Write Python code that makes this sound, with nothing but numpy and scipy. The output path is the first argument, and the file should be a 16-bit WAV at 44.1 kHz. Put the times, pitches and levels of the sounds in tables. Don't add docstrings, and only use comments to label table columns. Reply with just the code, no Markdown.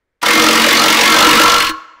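import sys
import numpy as np
from scipy import signal
from scipy.io import wavfile

SR = 44100
rng = np.random.default_rng(int(sys.argv[2]) if len(sys.argv) > 2 else 0)


def wav_record(signal):
    frames = np.transpose(np.atleast_2d(signal))
    bounded = np.clip(frames, -1, 1)
    quanta = np.round(bounded * 32767).astype(np.int16)
    wavfile.write(sys.argv[1], SR, quanta)


def decibels_to_gain(level_db):
    exponent = np.asarray(level_db, float) / 20
    return 10 ** exponent


N = 88200
T = np.arange(N) / SR


def evened(x):
    return x / np.sqrt(np.mean(x ** 2) + 1e-20)


def read(points, hz):
    f, value = np.transpose(points)
    return np.interp(np.log(hz + 1), np.log(f + 1), value)


def colour(x, points):
    log_gain = read(points, abs(np.fft.fftfreq(4096, 1 / SR))) * np.log(10) / 20
    taps = np.fft.ifft(np.exp(np.conj(signal.hilbert(log_gain)))).real[:2048]
    return signal.oaconvolve(x, taps)[:len(x)]


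# (frequency [Hz], density [dB per Hz])
ROOM_SPECTRUM = [(20, -3.5), (65, -1.5), (150, -14.5), (480, -8), (700, -17), (2100, -13), (2600, -24),
                 (16000, -42.5)]


def room_floor():
    return decibels_to_gain(-76) * evened(colour(rng.standard_normal(N), ROOM_SPECTRUM))


# (time [s], level [dB])
GRIP_LEVEL = [(.21, -82), (.28, -70), (1.0, -64), (1.4, -35), (1.7, -36), (1.78, -57), (1.85, -72),
              (2.0, -73)]
# (frequency [Hz], density [dB per Hz])
RUMBLE_SPECTRUM = [(20, -0.5), (60, -8.5), (150, -16.5), (400, -20.5), (2000, -65)]


def rumble():
    s, db = np.transpose(GRIP_LEVEL)
    return decibels_to_gain(np.interp(T, s, db)) * evened(colour(rng.standard_normal(N), RUMBLE_SPECTRUM))


# (time [s], level [dB], pitch [Hz], t60 [s])
FRAME_KNOCKS = [
    (.128, -74, 484, .2),
    (.125, -82, 2090, .15),
    (1.693, -18, 318, .2),
]


def knocks():
    out = np.zeros(N)
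    rise_s = 0.0043
    for s, db, hz, t60 in FRAME_KNOCKS:
        t = np.maximum(T - s, 0)
        ring = np.minimum(t / rise_s, 1) * np.sin(2 * np.pi * hz * t)
        out += decibels_to_gain(db - 60 * t / t60) * ring
    return out


# (time [s], force [dB], then coupling into
# frame [dB], flange [dB], socket [dB], plate [dB], bolt [dB])
SEATING = [(.22, -10.5, -1, 10, -0.5, 8.5, -9.5), (.25, -7.5, -11, 6.5, 16, 18, -16),
           (0.261, 1.5, -4, -4, 5.5, 3.5, -17), (.4, 3, 1, -29, -2.5, -1, -16),
           (.7, 3.5, 0, -5.5, -2, 0, 5), (1.0, 3.5, -4, -1, -3, -1.5, -1),
           (1.15, 4, -0.5, 8, -3.5, -1.5, 3.5), (1.399, 6, 0, 7, -9, -3, 6.5),
           (1.52, 1.5, -6, 10, -7, 0, 6), (1.62, -0.5, -6.5, 7, -16, -11, 9),
           (1.7, -5.5, -20, 8.5, -16.5, -11, 6)]


def seat(part):
    rows = np.array(SEATING)
    column = ("time", "force", "frame", "flange", "socket", "plate", "bolt").index(part)
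    return decibels_to_gain(np.interp(T, rows[:, 0], rows[:, column]))


def running():
    start_s, spin_s, stop_s, brake_s = 0.2127, 0.0068, 1.705, 0.0087
    spin_up = np.clip((T - start_s) / spin_s, 0, 1) ** 2
    return spin_up * np.exp(-np.maximum(T - stop_s, 0) / brake_s)


# (frequency [Hz], density [dB])
WHIR_SPECTRUM = [(100, -38), (500, -14), (2000, 5.5), (5000, -1.5), (9000, -13), (15000, -17.5)]


def motor():
    whir = evened(colour(rng.standard_normal(N), WHIR_SPECTRUM))
    return decibels_to_gain(-17.5) * running() * seat("force") * whir


# (blow [number], time [s])
BLOW_TIMES = [(0, .226), (1, .258), (4, .329), (10, .462), (20, .683), (30, .901), (40, 1.119), (50, 1.33),
              (60, 1.538), (64, 1.622), (67, 1.691)]
# (low edge [Hz], high edge [Hz])
RATTLE_BANDS = [(60, 1500), (1500, 4000), (4000, 7000), (7000, 11000), (11000, 20000)]


def blows():
    rise_s, hold_s, fall_s = 0.00094, 0.0061, 0.0019
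    jitter_s, smear_s = 0.00091, 0.002
    blow_spread_db, colour_spread_db, push_db = 1.2, 1.6, -2
    number, s = np.transpose(BLOW_TIMES)
    count = int(number[-1]) + 1
    due = np.interp(np.arange(count), number, s)
    chance = rng.standard_normal((count, 12))
    at = due + jitter_s * chance[:, 0] * (np.arange(count) > 1)
    t = T[:SR // 20]
    contact = np.minimum(t / rise_s, 1) * np.exp(-np.maximum(t - hold_s, 0) / fall_s)
    rattle = np.zeros(N)
    for k, (lo, hi) in enumerate(RATTLE_BANDS):
        train = np.zeros(N)
        late = smear_s * abs(chance[:, 7 + k]) / 2
        strength_db = blow_spread_db * chance[:, 1] + colour_spread_db * chance[:, 2 + k]
        train[((at + late) * SR).astype(int)] = decibels_to_gain(strength_db)
        band = signal.butter(2, [lo, hi], "band", fs=SR, output="sos")
        hiss = signal.sosfilt(band, rng.standard_normal(N))
        rattle += signal.oaconvolve(train, contact)[:N] * hiss
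    push = np.zeros(N)
    push[(due * SR).astype(int)] = 1
    return evened(rattle), decibels_to_gain(push_db) * evened(push)


def chatter():
    ticks_per_s, spread_db = 1800, 0.5
    size = decibels_to_gain(spread_db * np.minimum(rng.exponential(1, N), 5)) * rng.choice([-1., 1.], N)
    ticks = size * (rng.random(N) < ticks_per_s / SR)
    return decibels_to_gain(-12) * running() * evened(ticks)


# (frequency [Hz], density [dB per Hz])
CRACK_SPECTRUM = [(100, -60.5), (500, -2.5), (1500, 2.5), (3500, 4.5), (6000, -2), (8500, -10.5),
                  (12000, -12), (15500, -11.5)]


def crack(force):
    return decibels_to_gain(-14.5) * evened(colour(force, CRACK_SPECTRUM))


def ring_out(x, t60s):
    hz, t, z = signal.stft(rng.standard_normal(SR), SR, nperseg=256)
    decay = decibels_to_gain(-60 * t / read(t60s, hz)[:, None])
    tail = signal.istft(z * decay, SR, nperseg=256)[1]
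    return signal.fftconvolve(x, tail / np.linalg.norm(tail))[:N]


def wander(x, t60s, turns_per_s):
    turn = 2 * np.pi * turns_per_s * T
    tails = [ring_out(x * np.cos(turn + k * np.pi / 3), t60s) for k in range(3)]
    return sum(tails) / np.sqrt(1.5)


# (frequency [Hz], density [dB per Hz])
PLATE_SPECTRUM = [(25, -15.5), (150, -33), (300, -10), (750, -2.5), (1200, -0.5), (2500, -8.5), (5000, -8),
                  (12000, -24)]
# (frequency [Hz], t60 [s])
PLATE_DECAY = [(60, 0.13), (300, 0.14), (1000, 0.16), (3000, 0.066), (8000, 0.032), (15000, 0.026)]


def plate(force):
    ring = wander(force * seat("plate"), PLATE_DECAY, turns_per_s=2.706)
    return decibels_to_gain(-14.5) * evened(colour(ring, PLATE_SPECTRUM))


def modes(x, hzs, table):
    t = T[:SR // 2]
    shape = np.zeros(len(t))
    for k, (db, t60) in enumerate(table):
        sine = np.sin(2 * np.pi * hzs[k] * t) / np.sqrt(t60)
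        shape += (-1) ** k * decibels_to_gain(db - 60 * t / t60) * sine
    return evened(signal.fftconvolve(x, shape)[:N])


FRAME_PITCH = [228, 272, 314, 455, 482]
# (level [dB], t60 [s])
FRAME_RING = [(-3, .17), (-12, .12), (1, .16), (-5, .17), (-1, .25)]


def frame(force, push):
    return decibels_to_gain(-18) * modes((force + push) * seat("frame"), FRAME_PITCH, FRAME_RING)


FLANGE_PITCH = [958, 1015, 1062, 1092, 1140, 1165, 1290, 1318, 1345, 1385, 1412, 1555, 1706]
# (level [dB], t60 [s])
FLANGE_RING = [(-4, .15), (-4, .3), (-4, .45), (-4, .5), (-7, .45), (-7, .45), (-4, .4), (2, .6), (0, .45),
               (-2, .45), (-5, .55), (-6, .15), (-6, .22)]


def flange(force, push):
    return decibels_to_gain(-16) * modes((force + 0.6 * push) * seat("flange"), FLANGE_PITCH, FLANGE_RING)


BOLT_PITCH = [2900, 3003, 4267]
# (level [dB], t60 [s])
BOLT_RING = [(2, .13), (-3, .13), (0, .15)]


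def bolt(force):
    return decibels_to_gain(-23) * modes(force * seat("bolt"), BOLT_PITCH, BOLT_RING)


SOCKET_PITCH = [760, 980, 1360, 1800, 2115, 2185, 3550, 5690]
# (level [dB], t60 [s])
SOCKET_RING = [(-13, 0.09), (-1, 0.14), (3.5, 0.061), (-8.5, 0.038), (1.5, 0.2), (-4, 0.14), (-3.5, 0.027),
               (-8.5, .06)]


def socket(force):
    return decibels_to_gain(-17.5) * modes(force * seat("socket"), SOCKET_PITCH, SOCKET_RING)


def bracket(force, push):
    ringing = frame(force, push) + flange(force, push) + bolt(force) + socket(force)
    return crack(force) + plate(force) + ringing


# (frequency [Hz], t60 [s])
SHOP_DECAY = [(100, 0.77), (500, 1.03), (1200, 1.4), (4000, 0.76), (7300, .8), (8500, 0.44)]


def workshop(near):
    return decibels_to_gain(-25.5) * wander(near, SHOP_DECAY, turns_per_s=5.3)


def scene():
    rattle, push = blows()
    force = (rattle + chatter()) * seat("force")
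    near = bracket(force, push * seat("force")) + motor() + knocks()
    near_low_hz = 165
    near = signal.lfilter(*signal.butter(2, near_low_hz, "high", fs=SR), near)
    return (near + workshop(near) + room_floor() + rumble())[None]


def roll_off(x):
    return signal.sosfilt(signal.butter(12, 16470, fs=SR, output="sos"), x)


def record(dry):
    drive_db, ceiling, knee, edge_hz = 0.5, 0.76, 2.06, 15750
    x = dry * decibels_to_gain(drive_db)
    x = x / (1 + abs(x / ceiling) ** knee) ** (1 / knee)
    low_pass = signal.firwin(511, edge_hz, window=("kaiser", 9), fs=SR)
    mix = signal.oaconvolve(x, low_pass[None], "same")
    return roll_off(mix)


dry = scene()
out = record(dry)
wav_record(out)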